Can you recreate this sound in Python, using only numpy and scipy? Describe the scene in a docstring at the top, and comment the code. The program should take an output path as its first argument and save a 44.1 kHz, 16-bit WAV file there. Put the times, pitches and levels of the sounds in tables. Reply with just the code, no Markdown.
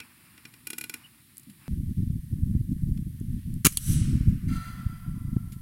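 """A piston air rifle fires one round on an outdoor range: a quick train of noise cracks with ringing metal modes.
First, a pen taps a plastic table close to the microphone; then time jumps to the aimed shot.
A slap echo and a scattering wooded slope return the shot; a far steel plate rings as fluttering partials.
From the jump on, wind noise and pressure pulses buffet the microphone; a faint coloured hiss lies under everything."""
import sys
import numpy as np
from scipy import signal
from scipy.fft import rfft, irfft
from scipy.io import wavfile
from scipy.ndimage import uniform_filter1d

SR = 44100
rng = np.random.default_rng(int(sys.argv[2]) if len(sys.argv) > 2 else 0)


def to_wav(sig):
    """Store sig (one row per channel, or 1-D mono) as 16-bit WAV at the path in sys.argv[1].

    Samples outside -1..1 are clipped; the rate is SR.
    """
    pcm = np.clip(np.atleast_2d(sig), -1, 1) * 32767
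    pcm = np.round(pcm).astype(np.int16)
    wavfile.write(sys.argv[1], SR, pcm.T)  # frames by channels


N = 247401
T = np.arange(N) / SR
CUT_S = 1.68  # time jumps from the table work to the aimed shot


def undb(db):
    """Decibels to gain."""
    return 10 ** (np.asarray(db) / 20)


def unit(x):
    """Scale to rms 1."""
    return x / np.sqrt(np.mean(x ** 2))


def add(out, s, x):
    """Mix x in from time s."""
    i = max(int(s * SR), 0)
    out[i:i + len(x)] += x[:N - i]


def convolve(x, response):
    """Pass x through an impulse response."""
    return signal.fftconvolve(x, response)[:N]


def colour(x, points, size=4096):
    """Causal filter of unit power through (Hz, dB) points, falling away below the lowest."""
    hz, db = np.transpose(points)
    f = np.maximum(np.arange(size // 2 + 1), 1) * SR / size
    gain = undb(np.interp(np.log(f), np.log(hz), db)) * np.minimum(f / hz[0], 1)
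    # folding the cepstrum gives minimum phase
    cepstrum = irfft(np.log(unit(gain)))
    cepstrum[1:size // 2] *= 2
    cepstrum[size // 2 + 1:] = 0
    return convolve(x, irfft(np.exp(rfft(cepstrum))))


def split(x, hz):
    """The parts of x below and above hz."""
    low = signal.sosfiltfilt(signal.butter(2, hz, fs=SR, output="sos"), x)
    return low, x - low


def noise(points):
    """Coloured noise of rms 1."""
    return unit(colour(rng.standard_normal(N), points))


def walk(rate):
    """Slow random wander with a spread near 1; rate is new values per second."""
    k = int(SR / rate)
    steps = np.repeat(rng.standard_normal(N // k + 1), k)
    return 1.3 * uniform_filter1d(uniform_filter1d(steps, k), k)[:N]


def burst(s, hold, decay, rise=0.00015):
    """Envelope of a contact: quick rise, short hold, exponential fall; all times in seconds."""
    t = T[:SR // 4]
    out = np.zeros(N)
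    add(out, s, np.minimum(t / rise, 1) * np.exp(-np.maximum(t - hold, 0) / decay))
    return out


def ring(modes, size=16384, spread_db=1.64):
    """One blow on a set of modes; their strengths and phases depend on where it lands."""
    t = T[:size]
    total = 0
    for hz, db, t60 in modes:
        level = undb(db + spread_db * rng.standard_normal() - 60 * t / t60)
        total = total + level * np.sin(2 * np.pi * (hz * t + rng.random()))
    return total * np.minimum(t / 0.0016, 1)


def pressure_pulse(s, width):
    """A smooth push of air, peak 1, with a shallow dip either side."""
    t = (T[:4096] - T[2048]) / width
    out = np.zeros(N)
    add(out, s - T[2048], 1.5 * np.exp(-t ** 2 / 2) - .5 * np.exp(-t ** 2 / 18))
    return out


# Air around the table. Each row: frequency in Hz, relative level in dB.
TABLE_AIR = [(15, -67), (25, -18), (130, 5), (344, -6), (503, -39), (607, -43), (988, -30), (1260, -53),
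             (1790, -13.5), (2160, -18.5), (4030, -16), (5570, -22.5), (6050, -27), (9570, -12.5),
             (16000, -17.5)]


def table_air(level_db=-57, waver_db=2):
    """Background at the table: a wavering low rumble under a steady hiss."""
    rumble, hiss = split(noise(TABLE_AIR), 290)
    return undb(level_db) * (rumble * undb(waver_db * walk(13.98) + 1) + hiss)


# Sleeve and arm sliding on the table. Each row: time in seconds, level in dB.
SLEEVE = [(0, -57), (.15, -64.5), (.5, -60.5), (.62, -67.5), (1.04, -60), (1.15, -68), (1.5, -73),
          (1.67, -59)]
# Tone of the sliding cloth. Each row: frequency in Hz, relative level in dB.
SLEEVE_COLOUR = [(700, -1), (1100, 8), (1700, 6.5), (2600, 8.5), (3600, -10), (5200, -0.5), (6200, -18),
                 (10000, -1), (15000, -12)]


def sleeve(waver_db=2):
    """Cloth friction: coloured noise that follows the slide, with a fine random waver."""
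    s, db = np.transpose(SLEEVE)
    return noise(SLEEVE_COLOUR) * undb(np.interp(T, s, db) + waver_db * walk(39.8))


# Faint thin tones: the table's ring after the first tap, then a pen squeak. Each row: start in seconds,
# length in seconds, centre frequency in Hz, level in dB.
THIN_TONES = [(0, 0.038, 2470, -44.5), (1.033, 0.041, 2920, -48)]


def thin_tones(width_hz=110):
    """The table's ring after the first tap, then a pen squeak: swelling sines of wandering pitch."""
    out = 0
    for s, length, hz, db in THIN_TONES:
        swell = np.sin(np.pi * np.clip((T - s) / length, 0, 1))
        phase = 2 * np.pi * np.cumsum(hz + width_hz * walk(820)) / SR
        out = out + undb(db) * swell * np.sin(phase)
    return out


# Pen and hand striking the table. Each row: start in seconds, level in dB, relative treble in dB.
TAPS = [(.001, -32.5, -16.5), (0.377, -42.5, -16), (.452, -35.5, -23), (.538, -43.5, -9), (0.67, -31.5, -1),
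        (0.7025, -32, -0.5), (0.7314, -30.5, -10), (0.7819, -30.5, 0), (0.8107, -31, -5),
        (0.8393, -31, -7.5), (0.8956, -30, -5), (0.9393, -29, -5.5)]
# Tone of hard plastic contacts, for taps and ticks. Each row: frequency in Hz, relative level in dB.
TAP_COLOUR = [(300, 1), (700, -38), (1300, -8), (2300, -4.5), (3400, -6), (5300, -4.5), (6200, -9),
              (7000, 1.5), (8400, -1.5), (11000, 9), (13500, -4), (16000, -8)]
# Resonances of the table top. Each row: frequency in Hz, relative level in dB, 60 dB decay in seconds.
TABLE_MODES = [(239.7, -7.5, 0.41), (317.6, -2.5, 0.11), (453, -11, 0.1), (890, -11.5, 0.092),
               (1470, 1.5, 0.074), (2010, 7.5, 0.031), (2370, 7.5, 0.039), (2438, 6, 0.07),
               (2794, 8, 0.033), (3330, -0.5, 0.041), (4090, 0, 0.044), (5480, -3.5, 0.07)]


def pen(bounce_s=0.00245, bounce_db=-2, ring_db=-14.5, rattle_db=-19):
    """Each tap lands twice in a few milliseconds, rattles the pen and rings the table top."""
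    body, treble = split(noise(TAP_COLOUR), 5800)
    out = np.zeros(N)
    for s, db, treble_db in TAPS:
        landing = burst(s, 0.0011, 0.0022)
        bounce = undb(bounce_db) * burst(s + bounce_s, 0.0018, 0.0013)
        rattle = undb(rattle_db) * burst(s, 0, 0.031)
        out += undb(db) * (landing + bounce + rattle) * (body + undb(treble_db) * treble)
        add(out, s, undb(db + ring_db) * ring(TABLE_MODES))
    return out


# Small ticks of pen, grip and stock. Each row: start in seconds, level in dB, decay in seconds,
# relative body in dB.
TICKS = [(1.370, -40.5, 0.00082, -12), (1.380, -36, 0.0024, -21), (1.396, -45.5, .004, -22),
         (1.433, -47.5, .0015, -11), (1.498, -51.5, 0.0091, 8.5), (2.974, -61, 0.0043, 22.5),
         (3.200, -48, 0.0013, -21), (3.540, -43, 0.00098, -21), (3.722, -37.5, 0.014, -2),
         (5.521, -48.5, 0.014, 8)]


def ticks():
    """Light, dry clicks of hard plastic."""
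    body, treble = split(noise(TAP_COLOUR), 4800)
    out = 0
    for s, db, decay, body_db in TICKS:
        out = out + undb(db) * burst(s, 0.00094, decay) * (treble + undb(body_db) * body)
    return out


def bump(s=1.468, db=-44, decay=0.025):
    """A soft, dull bump of the arm on the table: a slowly rising burst of low noise."""
    dull = noise([(130, -11), (200, 5), (260, -1), (340, -25), (500, -35), (2000, -57)])
    return undb(db) * burst(s, 0.014, decay, rise=0.0074) * dull


# Open air of the range. Each row: frequency in Hz, relative level in dB.
RANGE_AIR = [(470, -22.5), (800, -18.5), (930, -10), (1410, -9.5), (1810, -0.5), (2500, -5.5), (3140, -4),
             (4400, -5.5), (5800, -7.5), (7080, -9), (9220, 1.5), (12100, 3), (16000, -5)]


def range_air(level_db=-60, waver_db=2.0):
    """Faint outdoor hiss; its low and middle bands swell and sink on their own, the top stays steady."""
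    low, rest = split(noise(RANGE_AIR), 2200)
    middle, top = split(rest, 5000)
    wavering = low * undb(waver_db * walk(32)) + middle * undb(waver_db * walk(7.2))
    return undb(level_db) * (wavering + top)


# Separate gusts at the microphone, with lulls between. Each row: start in seconds, length in seconds,
# level in dB.
GUSTS = [(1.714, 0.2, -29), (1.977, .19, -29), (2.32, 0.31, -30), (2.702, 0.029, -27.5),
         (2.817, 0.24, -28.5), (3.226, 0.16, -31), (3.46, 0.13, -32), (3.89, 0.44, -23), (4.452, .13, -26),
         (4.723, 0.2, -36.5), (5.083, 0.38, -32.5)]


def wind_strength(breeze_db=-40, attack_s=.018, release_s=0.032, sag_db_per_s=6.5):
    """Level in dB: each gust springs up, sags a little and dies back to the breeze."""
    power = undb(breeze_db) ** 2
    for s, length, db in GUSTS:
        t = T - s
        swell = np.exp(np.minimum(t, 0) / attack_s - np.maximum(t - length, 0) / release_s)
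        power = power + (swell * undb(db - sag_db_per_s * np.clip(t, 0, length))) ** 2
    return 10 * np.log10(power)


def eddies(gust_db, per_s=14, above_wind_db=7.5, scatter_db=3.5, width_s=0.0012):
    """Small eddies strike the microphone at random as pressure pulses, harder in strong wind."""
    struck = rng.random(N) < per_s / SR
    peak = undb(gust_db + above_wind_db + scatter_db * rng.standard_normal(N))
    strikes = struck * rng.choice([-1, 1], N) * peak
    return signal.fftconvolve(strikes, pressure_pulse(T[2048], width_s)[:4096], mode="same")


# The hardest buffets on the microphone. Each row: time in seconds, peak in dB, width in seconds.
BUFFETS = [(1.735, -15.5, 0.0021), (2.004, -16.5, 0.0011), (2.436, -11, 0.0016), (2.553, -12.5, .0011),
           (2.566, -12, 0.0017), (2.922, -14.5, 0.0023), (3.214, -19, .001), (4.019, -8.5, .0015),
           (4.211, -13, 0.0012), (4.285, -7.5, 0.0022), (4.867, -14, 0.0016), (5.368, -10, .001)]


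def buffets(spit_db=-44):
    """Single hard pushes of air either way; the steepest shed a little finer turbulence."""
    pushes = np.zeros(N)
    for s, peak_db, width in BUFFETS:
        pushes += rng.choice([-1, 1]) * undb(peak_db) * pressure_pulse(s, width)
    steepness = uniform_filter1d(np.gradient(pushes) ** 4, size=128)
    fine = noise([(400, 3.0), (1000, -6), (2200, -13.0), (5000, -51.0), (16000, -59.0)])
    return pushes + undb(spit_db) * steepness / steepness.max() * fine


# Wind rumble at the microphone. Each row: frequency in Hz, relative level in dB.
WIND_COLOUR = [(22, -1.5), (45, -3), (100, -1.5), (170, 0), (245, -7.5), (330, -23.5), (420, -49),
               (520, -53), (800, -63), (1500, -63.5)]


def wind(flutter_db=6.0, brightening=0.68, strong_db=-27, entry_db=-27, unrest_db=2, unrest_rate=22):
    """Turbulence on the microphone: a fluttering rumble, brighter in gusts, with eddies and hard buffets."""
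    gust_db = wind_strength() + unrest_db * walk(unrest_rate)
    low, high = split(noise(WIND_COLOUR) * undb(flutter_db * walk(70)), 180)
    rumble = low + undb(brightening * (gust_db - strong_db) + 2 * walk(70)) * high
    # level the rumble so that gust strength sets its short-term level
    power = uniform_filter1d(uniform_filter1d(rumble ** 2, size=1500), size=1024)
    rumble = rumble / np.sqrt(power + 1e-9)
    # the rumble enters with a soft pop
    entry = undb(entry_db) * burst(CUT_S, 0, 0.0018, rise=1 / SR)
    return rumble * undb(gust_db) + eddies(gust_db) + buffets() + entry


# The firing cycle at the shooter, from sear release to piston slam and muzzle puff. Each row: start in
# seconds, level in dB, hold in seconds, decay in seconds, relative body in dB.
CRACKS = [(3.6473, -15.5, 0.0058, 0.0018, 0.5), (3.6513, -12.5, 0.00086, 0.0031, -10),
          (3.658, -12.5, 0.0026, 0.0021, 7.5), (3.663, -18, 0.00053, 0.0023, -2),
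          (3.666, -10.5, 0.0027, 0.0015, 0.5), (3.669, -25, 0.00099, 0.0029, 10.5)]
# Tone of the cracks. Each row: frequency in Hz, relative level in dB.
CRACK_COLOUR = [(400, -26), (700, -18), (980, -17), (1200, 1), (1550, -5), (2500, -3.5), (5200, -8),
                (6700, 0.5), (8200, -3.5), (10300, 2.5), (13000, -3.5), (16000, -8)]
# Barrel, spring and scope. Each row: frequency in Hz, relative level in dB, 60 dB decay in seconds.
RIFLE_MODES = [(1250, -8, 0.032), (2358, 2, 0.08), (3220, -4, 0.046), (4403, -14, .06), (5250, -18, .05),
               (6730, 6, 0.088), (6460, -5, .05), (10660, -4, 0.05)]


def rifle(buzz_db=-32, buzz_decay=0.02, ring_db=-17):
    """Cracks of the firing cycle strike the metal parts; the spring buzzes on briefly."""
    body, treble = split(noise(CRACK_COLOUR), 2640)
    out = undb(buzz_db) * burst(CRACKS[-1][0], .004, buzz_decay) * (treble + undb(-4) * body)
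    for s, db, hold, decay, body_db in CRACKS:
        out += undb(db) * burst(s, hold, decay, rise=0.00081) * (treble + undb(body_db) * body)
    # the parts ring from the release and again from the piston's slam
    for s, db, *_ in (CRACKS[0], CRACKS[2]):
        add(out, s, undb(db + ring_db) * ring(RIFLE_MODES))
    return out


# Recoil thumps of the stock. Each row: time in seconds, peak in dB.
THUMPS = [(3.651, -11), (3.661, -11.5), (3.670, -9.5)]


def recoil(width=0.00075):
    """The stock jerks back, forward and back as the piston runs and stops."""
    out = np.zeros(N)
    direction = -1
    for s, db in THUMPS:
        out += direction * undb(db) * pressure_pulse(s, width)
        direction = -direction
    return out


def smoothed(shot, width_hz=500):
    """The shot as the whole slope receives it: heard from many sides, its narrow peaks and dips average out."""
    power = uniform_filter1d(np.abs(rfft(shot)) ** 2, size=int(width_hz * N / SR))
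    # without phase, the smoothed spectrum becomes one compact click
    click = np.fft.fftshift(irfft(np.sqrt(np.maximum(power, 0)), N))[N // 2 - 512:N // 2 + 512]
    out = np.zeros(N)
    add(out, CRACKS[2][0] - T[len(click) // 2], click)
    return out


# Echo of the wooded slope by band. Each row: frequency in Hz, relative level in dB, 60 dB decay in seconds.
WOODS = [(500, -11, 1), (1000, -23, 6.4), (1840, -10, 2.7), (2640, -15, 2.4), (3200, -4.5, 1.05),
         (3850, -7.5, 1.15), (5700, -6.5, 1.15), (5700, 2, 0.59), (6700, -20, 1.35), (8300, -1, 0.69),
         (12500, -4.5, 0.18), (16000, -14, 0.22)]


def woods(shot, edge_s=0.12, peak_s=0.27, ground_db=-12, rise_db=14):
    """Scattered echo: first from the ground, then a swell from the trees, each band dying at its own rate."""
    hz, db, t60 = np.transpose(WOODS)
    t = T[:65536]
    swell_s = [0, .03, edge_s, peak_s - .04, peak_s]
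    swell_db = np.interp(t, swell_s, [ground_db - 20, ground_db, -rise_db, -1.5, 0])
    scatter = rfft(rng.standard_normal(len(t))) / np.sqrt(SR)
    log_f = np.log(np.arange(1, len(scatter) + 1) * SR / len(t))
    response = 0
    # each row of the identity picks one band, cross-faded into its neighbours
    for k, share in enumerate(np.eye(len(hz))):
        band = irfft(scatter * np.interp(log_f, np.log(hz), share))
        response = response + band * undb(db[k] + swell_db - 60 * np.maximum(t - peak_s, 0) / t60[k])
    return convolve(shot, response)


def slap(s=3.7715, db=-19):
    """The sharp muzzle crack comes back alone from a hard face down the range."""
    thin = noise([(900, -19), (1300, -18.5), (2100, -19), (2700, -3), (3200, 1.5), (3800, -6), (4400, -2.5),
                  (5000, -14), (6500, -3.5), (8500, -0.5), (10500, 7.5), (12500, -8), (16000, -8.5)])
    crack = burst(s, 0.0014, 0.0016, rise=0.00062)
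    tail = undb(-6) * burst(s, 0, 0.0072)
    return undb(db) * (crack + tail) * thin


# Far hanging steel target. Each row: frequency in Hz, relative level in dB, 60 dB decay in seconds.
PLATE_MODES = [(728, -14.5, 5.1), (1032, -12.5, 7.9), (1183, -7.5, 3.8), (1350, 8, 2.83), (1410, 1.5, 1.7),
               (1497, -6, 1.5), (1810, 4.5, 1.14), (2005, -3.5, 2.8), (2080, 6, 0.36), (2290, -2, 1.2),
               (2740, -2.5, 0.87), (3120, -8, 2), (3370, -6, 1.6), (4080, -0.5, 0.69), (4400, -24, 0.91),
               (4700, -2, 0.6), (4830, -10, 2.5), (6110, -4, 0.89)]
# Ways its ring travels back, straight and off the trees. Each row: delay in seconds, gain in dB,
# relative shiver in dB.
PLATE_PATHS = [(0, -5, 4.5), (.045, -4.5, 8), (.155, -7.5, -2)]


def plate(s=4.478, db=-55, clang_db=-51.5, clang_t60=2.6, shiver_db=-56, shiver_decay=0.17, patchy_db=1.8):
    """The pellet rings a far steel plate; paths through the trees make partials flutter and smear the impact."""
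    t = np.maximum(T - s, 0)
    tone = 0
    for hz, mode_db, t60 in PLATE_MODES:
        flutter_rate = 60 + hz / 35
        flutter = walk(flutter_rate) + 1j * walk(flutter_rate)  # wanders in strength and phase
        level = undb(db + mode_db + patchy_db * walk(12) - 60 * t / t60)
        tone = tone + level * np.real(flutter * np.exp(2j * np.pi * hz * t))
    clang = noise([(550, -9), (950, -8.5), (1400, -1.0), (2200, -2), (3000, -12.5), (4800, -24), (7000, -20),
                   (16000, -12.5)])
    tone = (tone + undb(clang_db - 60 * t / clang_t60) * clang) * np.minimum(t / 0.012, 1)
    # the bright edge of the impact comes back as a short, grainy wash
    shiver = noise([(1500, -30), (2600, -10), (4500, 3.0), (5600, -9), (6300, -6), (7500, -4), (9500, 0.5),
                    (13000, -8), (16000, -20)])
    grain = undb(shiver_db + 2 * walk(70))
    shiver = shiver * grain * np.minimum(t / 0.008, 1) * np.exp(-t / shiver_decay)
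    out = np.zeros(N)
    for delay, path_db, bright_db in PLATE_PATHS:
        add(out, delay, undb(path_db) * (tone + undb(bright_db) * shiver))
    return out


def scene():
    """Table work before the jump in time; wind, shot and echoes after it."""
    background = np.where(T >= CUT_S, range_air() + wind(), table_air() + sleeve())
    handling = thin_tones() + pen() + ticks() + bump()
    shot = rifle()
    returns = woods(smoothed(shot)) + slap() + plate()
    return (background + handling + shot + recoil() + returns)[None]


def record(dry, top_hz=15900):
    """The recorder rounds the highest peaks and cuts the top."""
    return signal.sosfilt(signal.ellip(8, .2, 70, top_hz, fs=SR, output="sos"), np.tanh(dry))


dry = scene()
out = record(dry)
to_wav(out)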